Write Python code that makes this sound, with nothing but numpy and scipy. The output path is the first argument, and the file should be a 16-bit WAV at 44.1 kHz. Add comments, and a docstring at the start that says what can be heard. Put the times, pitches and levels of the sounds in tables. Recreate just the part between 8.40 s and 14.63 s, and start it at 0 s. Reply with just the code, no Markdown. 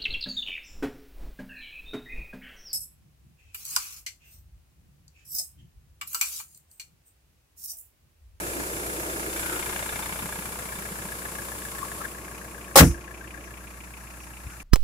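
"""A four-cylinder diesel knocks at idle, outdoors, bonnet open, close to a hand-held stereo microphone.
Each firing strikes the block and head over piston boom and belt hiss; valves clatter, injectors crack.
The microphone rises over the front panel and backs away. The bonnet is lowered, then slammed at 4.4 s:
latch and panel overload the input. The engine runs on, muffled; shoes scuff as the microphone
moves to the grille."""
import sys
import numpy as np
from scipy import signal
from scipy.fft import rfft, irfft, next_fast_len
from scipy.io import wavfile
from scipy.ndimage import uniform_filter1d

SR = 44100
rng = np.random.default_rng(int(sys.argv[2]) if len(sys.argv) > 2 else 0)


def waveform_to_disk(signal):
    """Save audio, clipped to [-1, 1], as 16-bit WAV at the path in sys.argv[1]."""
    frames = np.transpose(np.atleast_2d(signal))
    scaled = np.clip(frames, -1, 1) * 32767
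    samples = np.round(scaled).astype(np.int16)
    wavfile.write(sys.argv[1], SR, samples)


N = 274743
FIRING_HZ = 30.16
TIME_S = np.arange(N) / SR
FIRINGS, FIRING_COUNT = FIRING_HZ * TIME_S, int(N / SR * FIRING_HZ)
BIN_HZ = np.maximum(np.arange(N // 2 + 1) * SR / N, 1)
SIDES = np.array([[1], [-1]])  # left, right

# cylinders in firing order (knock [dB], valves [dB], valves at grille [dB], belt tug [dB])
CYLINDER_DB = [(0.5, 2, 2.5, 2), (0, 1, -6, -4), (-.5, -1.5, -6.5, 3), (-.3, -1, 2.5, -3)]
# second and third injectors (level [dB], change with bonnet lowered [dB])
INJECTOR_DB = [(-12, 3), (0, -10)]
# piston unbalance (frequency [x firing rate], level [dB])
BOOM_ORDERS = [(1, -42), (1.25, -23), (2, 3.5), (2.998, -38), (4, -6.5), (6.001, -24)]

# engine and wind noise spectra (frequency [Hz], relative density [dB])
BLOCK_SPECTRUM = [(25, -40), (70, -8), (100, -2.5), (125, 1), (150, -2.5), (185, -0.5), (235, -5.5),
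                  (310, -1), (400, -32), (700, -58)]
RATTLE_SPECTRUM = [(200, -51), (300, -1), (450, 1), (570, 0), (760, -9), (1200, -33)]
KNOCK_SPECTRUM = [(400, -9), (720, -1.5), (930, 1), (1130, -3), (1300, 1.5), (1500, -3), (1720, -2.5),
                  (2000, -4), (2380, -5.5), (2750, -5.5), (3200, -33), (4000, -18), (7000, -6),
                  (15000, -81)]
VALVE_SPECTRUM = [(1000, -8), (1450, 8), (1850, 4.5), (2400, 5.5), (2800, 4.5), (3400, 5), (4200, -25),
                  (6000, -53), (12000, -33)]
BELT_SPECTRUM = [(2000, -8.5), (3200, -10), (4200, -7.5), (5500, -6), (6400, -7.5), (7300, 1.5), (8500, -2),
                 (10000, 3.5), (12000, -1.5), (14000, -7), (16000, -12.5)]
PIPE_SPECTRUM = [(900, -17), (1400, -20), (1620, 5.5), (1715, 12), (1830, -5), (2050, -12), (2600, -41),
                 (3600, -48)]
GRILLE_SPECTRUM = [(1500, -22), (2050, -2), (2400, 5.5), (2750, 0), (3200, -10.5), (4200, -20), (7000, -40)]
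BREEZE_SPECTRUM = [(15, -13), (40, -5), (100, 15), (250, -19), (600, -58)]
# slam noise spectra (frequency [Hz], relative density [dB])
PANEL_SPECTRUM = [(150, -33), (400, 3), (560, 2.5), (850, -5), (1150, -8), (1500, -11), (3000, -30)]
LATCH_SPECTRUM = [(1000, -19), (2000, -3), (3200, 0), (5000, 4), (10000, 3), (16000, -0.5)]
HOOK_SPECTRUM = [(800, -42), (1300, 2.5), (1850, 0.5), (2800, -5), (4500, -15.5), (9000, -17.5)]
SPRING_SPECTRUM = [(3000, -54), (4800, -7), (5600, 3), (7500, -1), (11000, 1), (16000, -25)]
# cylinder head, injector needles, lock carrier, bonnet sheet (frequency [Hz], level [dB], t60 [s])
HEAD_MODES = [(910, 10, 0.039), (1006, 7, 0.054), (1203, 3.5, 0.049), (1440, -2, 0.12), (1665, 5.5, 0.056),
              (2120, -0.5, 0.035), (2320, 2, 0.13), (2647, -7, 0.11)]
NEEDLE_MODES = [(1480, 5.5, 0.02), (1658, 7.5, 0.029), (2145, 5.5, 0.039), (2353, 5, 0.023),
                (2750, -3, 0.024), (2850, -2.5, 0.036), (3100, -7, 0.034), (3573, -1.5, 0.075),
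                (3870, -6, 0.025)]
CARRIER_MODES = [(484, -12.5, 0.14), (555, -7, 0.08), (650, -9, 0.05), (793, -3, 0.055), (900, -6, 0.035),
                 (1020, -10, .05), (1121, -4, 0.05), (1330, -12, 0.05), (2060, -35, 0.22)]
SHEET_MODES = [(48, -16, 0.19), (65, -3, 0.16), (93, -8.5, 0.1), (123, -9.5, 0.16), (167, 0, 0.081),
               (208, -13, 0.061), (241, -2, 0.076), (281, -1.5, 0.092), (340, -15, 0.36), (430, -24, 0.14)]

# engine source levels as microphone and bonnet move (time [s], level [dB])
DRONE_LEVEL = [(0, -43.5), (.4, -42.5), (1, -43), (1.28, -43.5), (1.45, -60), (3.5, -57), (3.8, -53),
               (4.7, -54), (6.2, -62)]
THROB_LEVEL = [(1, -54), (1.55, -48), (2.1, -48.5), (2.27, -46.5), (2.6, -49.5), (2.95, -49.5), (3.3, -57),
               (3.9, -66)]
HEAD_LEVEL = [(0, -45.5), (.85, -46), (1.02, -42), (1.65, -39.5), (2.15, -45), (3.4, -50), (3.8, -59),
              (6.2, -58.5)]
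NEEDLE_LEVEL = [(0, -48.5), (.85, -46), (1.03, -39), (1.4, -40), (1.75, -42.5), (2.2, -48), (3.5, -51),
                (3.8, -60), (6.2, -63)]
COVER_LEVEL = [(1.3, -53), (2.3, -48.5), (3.2, -49), (3.5, -44), (3.8, -50), (6.2, -60.5)]
PIPE_LEVEL = [(0, -43), (1.6, -34), (2, -47), (2.32, -32.5), (2.46, -32), (2.6, -37), (2.74, -32), (3, -30),
              (3.15, -33.5), (4.3, -35), (4.95, -33), (5.3, -42.5)]
# short swells (time [s], level [dB], frequency [Hz], width [Hz], Gaussian sigma [s])
HOLLOW_GROWLS = [(.19, -35, 308, 45, 0.023), (.35, -38.5, 385.2, 60, .017), (.49, -36.5, 360, 55, 0.019),
                 (.68, -42, 595, 60, .016), (.88, -38, 373, 55, 0.015), (1.06, -47, 600, 70, .02),
                 (1.15, -39, 475, 70, 0.02), (1.28, -40, 390, 45, 0.019), (1.43, -40.5, 560, 90, .012)]  # probably a hand rubbing the recorder
METAL_CREAKS = [(1.06, -40, 1540, 110, 0.037), (1.14, -39, 1360, 108.3, 0.036),
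                (3.432, -31.5, 1110, 86.5, 0.011), (3.617, -34, 1250, 250, 0.0073),
                (3.652, -32.5, 1650, 300, 0.0082)]
LOW_THUMPS = [(1.845, -36, 167, 70.8, 0.012), (6.07, -34.5, 77.7, 35.2, 0.011)]  # an engine throb at 1.8 s, a soft low bump at 6.1 s
SHOE_SCUFFS = [(5.06, -55, 6000, 1200, .02), (5.83, -54, 6000, 1200, .02), (6.11, -50, 1450, 200, .035),
               (6.13, -55, 6500, 1800, .025)]

# bonnet drops, then sinks on to the catch (time [s], lowered [0..1])
BONNET_TRAVEL = [(3.6, 0.46), (3.8, 0.89), (4.35, 1)]
# front edge on catch, lock and carrier (time [s], level [dB])
EDGE_HITS = [(4.3566, -3.5), (4.3606, -6.5), (4.3676, -1), (4.384, -7.5), (4.405, -8), (4.417, -10),
             (4.43, -27)]
# striker into latch, hook over striker (time [s], latch [dB], hook [dB])
STRIKER_HITS = [(4.3561, -4.5, -27), (4.36, 0, -7), (4.372, 3, 1), (4.385, 3, 4), (4.393, -3, 3.5),
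                (4.4048, -9.5, 2.5), (4.416, -28, -9), (4.426, -31, -10), (4.432, -30, -13),
                (4.448, -35, -24), (4.467, -32, -47), (4.511, -41, -38)]
# sheet bouncing on its buffers (time [s], level [dB], contact length [s])
BUFFER_HITS = [(4.398, -7.5, 0.0045), (4.4035, -1, 0.0029), (4.4165, -6.5, .0012), (4.427, -5, .0012),
               (4.4505, -16, 0.0024), (4.4635, -15, .001), (4.487, -6.5, 0.011)]

# engine to microphone (time [s], distance [m])
MIC_DISTANCE = [(.85, 0.19), (1.06, 0.25), (1.35, 0.29), (1.65, 0.34), (2.2, 0.44), (3.5, 0.48),
                (4.6, 0.56), (5.7, 0.37)]
# path per part (level at 0.5 m [dB], loss per distance doubling [dB], change behind panel [dB],
# with bonnet lowered [dB], further once shut [dB], at grille [dB])
PART_PATHS = { "boom": (-48.5, 1.5, 0.5, 0.5, 1.5, -1), "block": (-44.5, -0.4, 2, -4.5, -2, -1.5),
              "rattle": (-44, 3, 3, -6.5, -2, -9), "knock": (-44.5, 6.5, -2, -3, -2, -3.5),
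              "valves": (-45.5, 10, -11, -15.5, 1, -9.5), "hiss": (-33, 6, -4.5, -13.5, -5, 0), }
# microphone pair (frequency [Hz], left-right correlation [clipped to 1 in use])
MIC_CORRELATION = [(60, 4), (250, 0.9), (500, 0.89), (900, 0.5), (1500, 0), (2500, 0.04), (5000, 0.02),
                   (15000, 0)]
# microphone colour (frequency [Hz], left minus right [dB])
MIC_TILT = [(60, 5), (400, 1), (800, 3), (1150, 7), (1700, 11), (2400, 3), (3800, -2), (6000, 3.5),
            (9000, 0.5), (12000, 6.5), (16000, 10.5)]
# engine balance as the hand turns (time [s], left minus right [dB])
MIC_TURN = [(.8, -2), (1.4, -1), (4, -1.5), (6.2, -2)]
# knock band image, narrowing as the bonnet closes (time [s], width [dB], left minus right [dB])
KNOCK_IMAGE = [(.8, 6, -3), (1.3, 2, 0), (2.3, 1.5, -1.5), (3.5, 1, -1.5), (4.7, 0, 1.5)]


def from_db(db):
    return 10 ** (np.asarray(db) / 20)


def unit_rms(x):
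    return x / np.sqrt(np.mean(x ** 2) + 1e-20)


def pan(left_minus_right_db):
    return from_db(SIDES * left_minus_right_db / 2)


def curve(rows, column=1):
    """Time table, read at every sample."""
    columns = np.transpose(rows)
    return np.interp(TIME_S, columns[0], columns[column])


def at_bins(rows):
    """Frequency table, read at every bin on a log axis."""
    hz, value = np.transpose(rows)
    return np.interp(np.log(BIN_HZ), np.log(hz), value)


def ramp(start_s, length_s):
    return np.clip((TIME_S - start_s) / length_s, 0, 1)


def burst(age_s, rise_s, t60_s):
    """Blow envelope: quick rise, exponential fall."""
    age_s = np.maximum(age_s, 0)
    return (1 - np.exp(-age_s / rise_s)) * np.exp(-np.log(1000) * age_s / t60_s)


def wander(rate_hz):
    """Random drift, spread about 1."""
    return np.interp(TIME_S * rate_hz, np.arange(1000), rng.standard_normal(1000))


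def waver(x, share, rate_hz):
    """Pitch strays by a share of itself."""
    position = np.cumsum(1 + share * wander(rate_hz)) % (N - 1)
    return np.array([np.interp(position, np.arange(N), channel) for channel in x])


def stereo_noise():
    """Diffuse white noise: spaced microphones agree only at low frequencies."""
    size = next_fast_len(N, True)
    hz = np.arange(size // 2 + 1) * SR / size
    alike = np.clip(np.interp(hz, BIN_HZ, at_bins(MIC_CORRELATION)), -1, 1)
    mid, side = rfft(rng.standard_normal((2, size)))
    spectrum = np.sqrt(1 + alike) * mid + np.sqrt(1 - alike) * side * SIDES
    return irfft(spectrum, size)[:, :N] / np.sqrt(2)


def colour(x, gain_db):
    """Filter by a gain per bin plus the microphone tilt; rms 1."""
    size = next_fast_len(N, True)
    hz = np.arange(size // 2 + 1) * SR / size
    gain = from_db(np.interp(hz, BIN_HZ, gain_db)) * pan(np.interp(hz, BIN_HZ, at_bins(MIC_TILT)))
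    return unit_rms(irfft(rfft(x, size) * gain, size)[:, :N])


def resonance_db(hz, width_hz):
    detuning = (BIN_HZ - hz ** 2 / BIN_HZ) / (2 * width_hz)
    return -20 * np.log10(1 + 2 * detuning ** 2)


def ring(clicks, hz, t60_s):
    """One mode: a unit click starts a decaying unit sine."""
    radius, angle = from_db(-60 / (t60_s * SR)), 2 * np.pi * hz / SR
    return signal.lfilter([0, np.sin(angle)], [1, -2 * radius * np.cos(angle), radius ** 2], clicks + 1e-18)


def scatter_db(firing, limit_db):
    """Bounded random level per firing."""
    return limit_db * np.tanh(rng.standard_normal(FIRING_COUNT + 10))[firing]


def vibration(gain_db, repeat):
    """Engine noise; the share `repeat` of its power recurs every four firings."""
    noise = stereo_noise()
    cycle_sample = (FIRINGS % 4 / FIRING_HZ * SR).astype(int)
    return colour(np.sqrt(repeat) * noise[:, cycle_sample] + np.sqrt(1 - repeat) * noise[:, ::-1], gain_db)


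def strokes(column, lead_firings, rise_s, t60_s, uneven_db):
    """One burst per firing, weighted by a CYLINDER_DB column; rms 1."""
    phase = FIRINGS + lead_firings
    firing = np.floor(phase).astype(int)
    level_db = np.array(CYLINDER_DB)[firing % 4, column] + scatter_db(firing, uneven_db)
    return unit_rms(from_db(level_db) * burst(phase % 1 / FIRING_HZ, rise_s, t60_s))


def behind_panel():
    """1 until the microphone rises over the front panel, then 0."""
    return 1 - ramp(0.895, 0.092)


def path_gain(part):
    """Distance, plus screening by front panel and bonnet."""
    base_db, doubling_db, behind_db, lowered_db, shut_db, grille_db = PART_PATHS[part]
    db = base_db - doubling_db * np.log2(curve(MIC_DISTANCE) / 0.5)
    db += behind_db * behind_panel() + lowered_db * curve(BONNET_TRAVEL)
    db += shut_db * ramp(BUFFER_HITS[0][0], 0.05) + grille_db * ramp(4.87, 0.78)
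    return from_db(db)


def pulsed_noise(part, spectrum, stroke, repeat, depth):
    """Vibration with power bunched at the strokes; panel and bonnet smear the pulses."""
    share = depth * (1 - 0.065 * behind_panel() - 0.25 * curve(BONNET_TRAVEL))
    envelope = np.sqrt(1 - share + share * stroke ** 2)
    return path_gain(part) * vibration(at_bins(spectrum), repeat) * envelope


def piston_boom():
    """Unbalanced pistons shake the car, mostly at twice the firing rate."""
    shake = sum(from_db(db) * np.cos(2 * np.pi * order * FIRINGS) for order, db in BOOM_ORDERS)
    return path_gain("boom") * unit_rms(shake) * pan(-1)


def combustion_knock():
    """Each firing drives a low block rumble and a bright knock."""
    firing = strokes(column=0, lead_firings=0.084, rise_s=0.01, t60_s=0.09, uneven_db=9.5)
    rumble = pulsed_noise("block", BLOCK_SPECTRUM, firing, repeat=0.88, depth=0.13)
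    return rumble + pulsed_noise("knock", KNOCK_SPECTRUM, firing, repeat=0.45, depth=0.34)


def piston_rattle():
    """Pistons slap twice per firing."""
    slap = unit_rms(1 + np.cos(4 * np.pi * (FIRINGS - 0.15)))
    return pulsed_noise("rattle", RATTLE_SPECTRUM, slap, repeat=0.43, depth=0.15)


def bay_drone():
    """Air in the bay hums hollowly; pitch and level drift."""
    hollow_db = np.maximum(resonance_db(339, width_hz=51), resonance_db(637, width_hz=140) - 11)
    hum = waver(vibration(hollow_db, repeat=0.018), share=0.036, rate_hz=9)
    return from_db(curve(DRONE_LEVEL) + 2 * wander(rate_hz=14)) * hum


def cavity_throb(hz=186, t60_s=0.05, lead_firings=0.2):
    """One soft puff in four firings rings a cavity, probably the air intake."""
    firing = np.arange(4, FIRING_COUNT, 4)
    puffs = np.zeros(N)
    puffs[((firing - lead_firings) / FIRING_HZ * SR).astype(int)] = from_db(scatter_db(firing, 5))
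    return from_db(curve(THROB_LEVEL)) * unit_rms(ring(ring(puffs, hz, t60_s), hz, t60_s))


def metal_ring(modes, level, lead_firings, uneven_db, contacts, spread_s=0.005):
    """Each firing strikes metal in a quick run of contacts; modes answer unequally, blows nearly alike."""
    firing = np.repeat(np.arange(FIRING_COUNT + 1), contacts)
    contact_s = (firing - lead_firings) / FIRING_HZ + spread_s * rng.random(len(firing))
    at = np.clip((contact_s * SR).astype(int), 0, N - 1)
    out = 0
    for hz, db, t60_s in modes:
        clicks = np.zeros((2, N))
        clicks[:, at] = from_db(db + 2 * rng.standard_normal((2, len(at))))
        in_phase = rng.uniform(-1, 1, len(at)) < np.interp(hz, *np.transpose(MIC_CORRELATION))
        clicks[1, at] *= np.where(in_phase, 1, -1)
        out = out + ring(clicks, hz, t60_s)
    blow = np.maximum(FIRINGS + lead_firings, 0).astype(int)
    energy = np.bincount(blow, np.mean(out ** 2, axis=0))
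    energy = np.maximum(energy, np.median(energy) / 10)
    force = from_db(scatter_db(blow, uneven_db)) / np.sqrt(energy)[blow]
    return from_db(curve(level)) * unit_rms(out * force) * pan(0.8)


def valve_clatter():
    """Tappets strike once per firing."""
    tappets = strokes(column=1, lead_firings=0.07, rise_s=0.005, t60_s=0.08, uneven_db=1.5)
    return pulsed_noise("valves", VALVE_SPECTRUM, tappets, repeat=0.34, depth=0.46)


def cover_ring():
    """The engine cover rings in one narrow band."""
    return from_db(curve(COVER_LEVEL)) * colour(stereo_noise(), resonance_db(1110, width_hz=95))


def belt_hiss():
    """The belt hisses at each tug, faintly again as it slackens."""
    tug = strokes(column=3, lead_firings=0.08, rise_s=0.009, t60_s=0.055, uneven_db=2.5)
    slack = strokes(column=0, lead_firings=0.54, rise_s=0.005, t60_s=0.04, uneven_db=3)
    belt = unit_rms(np.hypot(tug, from_db(-11.5) * slack))
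    return pulsed_noise("hiss", BELT_SPECTRUM, belt, repeat=0.23, depth=0.17)


def injector_ticks(lag_firings=0.015):
    """Two injectors each set their pipe buzzing once in four firings."""
    phase = FIRINGS - lag_firings
    firing = np.floor(phase).astype(int)
    gain = sum(from_db(db + lowered_db * curve(BONNET_TRAVEL)) * (firing % 4 == cylinder)
               for cylinder, (db, lowered_db) in enumerate(INJECTOR_DB, 1))
    gain *= from_db(curve(PIPE_LEVEL) + scatter_db(firing, 0.5))
    buzz = waver(vibration(at_bins(PIPE_SPECTRUM), repeat=0.72), share=0.0145, rate_hz=60)
    buzz /= np.sqrt(uniform_filter1d(buzz ** 2, size=300) + 1e-6)  # even level, varying colour
    envelope = burst(phase % 1 / FIRING_HZ, rise_s=0.005, t60_s=0.043)
    return gain * buzz * envelope / envelope.max() * pan(13)


def grille_ticks():
    """Valve ticks through the grille, growing as the bonnet comes down."""
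    ticks = strokes(column=2, lead_firings=0.06, rise_s=0.004, t60_s=0.052, uneven_db=2)
    return from_db(-53) * curve(BONNET_TRAVEL) * ticks * vibration(at_bins(GRILLE_SPECTRUM), repeat=0.043)


def engine_image(x, knock_band_hz=(650, 2600)):
    """Microphone position sets the knock band's width and balance; turning pans the whole engine."""
    width, balance = from_db(curve(KNOCK_IMAGE) / 2), pan(curve(KNOCK_IMAGE, column=2))
    band = signal.sosfiltfilt(signal.butter(2, knock_band_hz, "band", fs=SR, output="sos"), x)
    mid, side = (band[0] + band[1]) / 2, (band[0] - band[1]) / 2
    placed = (mid / width + SIDES * side * width) * balance
    return (x - band + placed) * pan(curve(MIC_TURN))


def breeze():
    """Air moves over the microphone ports."""
    return from_db(-65) * colour(rng.standard_normal((2, N)), at_bins(BREEZE_SPECTRUM))


def swells(rows):
    """Growls, creaks, thumps and scuffs: each a Gaussian swell of one noise resonance."""
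    noise, out = stereo_noise(), 0
    for time_s, db, hz, width_hz, sigma_s in rows:
        envelope = np.exp(-0.5 * ((TIME_S - time_s) / sigma_s) ** 2)
        swell = unit_rms(envelope * colour(noise, resonance_db(hz, width_hz)))
        out = out + from_db(db) * swell * np.sqrt(np.mean(envelope ** 2))
    return out


def crashes(contacts, spectrum, t60_s):
    """Each contact starts a burst of dense metallic noise."""
    power = sum((from_db(db) * burst(TIME_S - time_s, 0.002, t60_s)) ** 2 for time_s, db in contacts)
    return np.sqrt(power) * colour(stereo_noise(), at_bins(spectrum))


def edge_clicks():
    """The edge hits at different places, so left and right get unequal shares."""
    clicks = np.zeros((2, N))
    for time_s, db in EDGE_HITS:
        clicks[:, round(time_s * SR)] += from_db(db + 0.8 * rng.standard_normal() * SIDES[:, 0])
    return clicks


def struck(force, modes):
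    """A body rings, neighbouring modes in opposite phase."""
    return sum((-1) ** k * from_db(db) * ring(force, hz, t60_s) for k, (hz, db, t60_s) in enumerate(modes))


def buffer_pushes():
    """Buffers push smoothly on the sheet; longer contact is duller."""
    force = np.zeros((2, N))
    for time_s, db, length_s in BUFFER_HITS:
        push = np.cos(np.pi * np.clip((TIME_S - time_s) / length_s, -0.5, 0.5)) ** 2
        force += from_db(db + 1.1 * rng.standard_normal() * SIDES) * push / push.sum()
    return force


def landing_tail(spectrum, rise_s, t60_s):
    """Noise that swells and dies once the sheet lands."""
    return burst(TIME_S - BUFFER_HITS[0][0], rise_s, t60_s) * colour(stereo_noise(), at_bins(spectrum))


def bonnet_slam():
    """Panel clangs, latch crashes, sheet booms; spring sizzles, body shudders, lock rattles."""
    time_s, latch_db, hook_db = np.transpose(STRIKER_HITS)
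    panel = from_db(-4) * crashes(EDGE_HITS, PANEL_SPECTRUM, t60_s=0.11)
    carrier = struck(edge_clicks(), CARRIER_MODES)
    latch = crashes(zip(time_s, latch_db), LATCH_SPECTRUM, t60_s=0.071)
    hook = crashes(zip(time_s, hook_db), HOOK_SPECTRUM, t60_s=0.031)
    sheet = struck(buffer_pushes() + from_db(-18) * edge_clicks(), SHEET_MODES)
    spring = from_db(-14.5) * landing_tail(SPRING_SPECTRUM, rise_s=0.045, t60_s=0.26)
    body = from_db(-13.5) * landing_tail(BLOCK_SPECTRUM, rise_s=0.0053, t60_s=0.29)
    lock = from_db(-22) * landing_tail(HOOK_SPECTRUM, rise_s=0.033, t60_s=0.22)
    return panel + carrier + latch + hook + sheet + spring + body + lock


def gain_control(x, threshold_db=-1, slope=0.056, attack_s=0.082, recovery_db_per_s=9):
    """Loud sound ducks the gain; it recovers at a steady rate."""
    power = np.abs(uniform_filter1d(np.mean(x ** 2, axis=0), size=900))
    excess_db = np.maximum(10 * np.log10(power + 1e-12) - threshold_db, 0)
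    recovered_db = recovery_db_per_s * TIME_S
    held_db = np.maximum.accumulate(slope * excess_db + recovered_db) - recovered_db
    pole = np.exp(-1 / (attack_s * SR))
    return x * from_db(-signal.lfilter([1 - pole], [1, -pole], held_db))


def scene():
    """Idling engine, light wind, small noises, slam."""
    engine = piston_boom() + combustion_knock() + piston_rattle() + bay_drone() + cavity_throb()
    engine += metal_ring(HEAD_MODES, HEAD_LEVEL, lead_firings=-0.005, uneven_db=1.5, contacts=4)
    # injector needles hit their seats just before the head rings
    engine += metal_ring(NEEDLE_MODES, NEEDLE_LEVEL, lead_firings=0.04, uneven_db=2.2, contacts=6)
    engine += valve_clatter() + cover_ring() + belt_hiss() + injector_ticks() + grille_ticks()
    out = engine_image(engine) + breeze() + swells(HOLLOW_GROWLS) + swells(METAL_CREAKS)
    return out + swells(LOW_THUMPS) + bonnet_slam() + swells(SHOE_SCUFFS)


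def record(dry):
    """The slam ducks the gain and overloads the input; a low-pass cuts the top."""
    ceiling, cutoff_hz = 0.72, 16400
    clipped = ceiling * np.tanh(gain_control(dry) / ceiling)
    return signal.sosfilt(signal.cheby2(16, 70, cutoff_hz, fs=SR, output="sos"), clipped)


dry = scene()
out = record(dry)
waveform_to_disk(out)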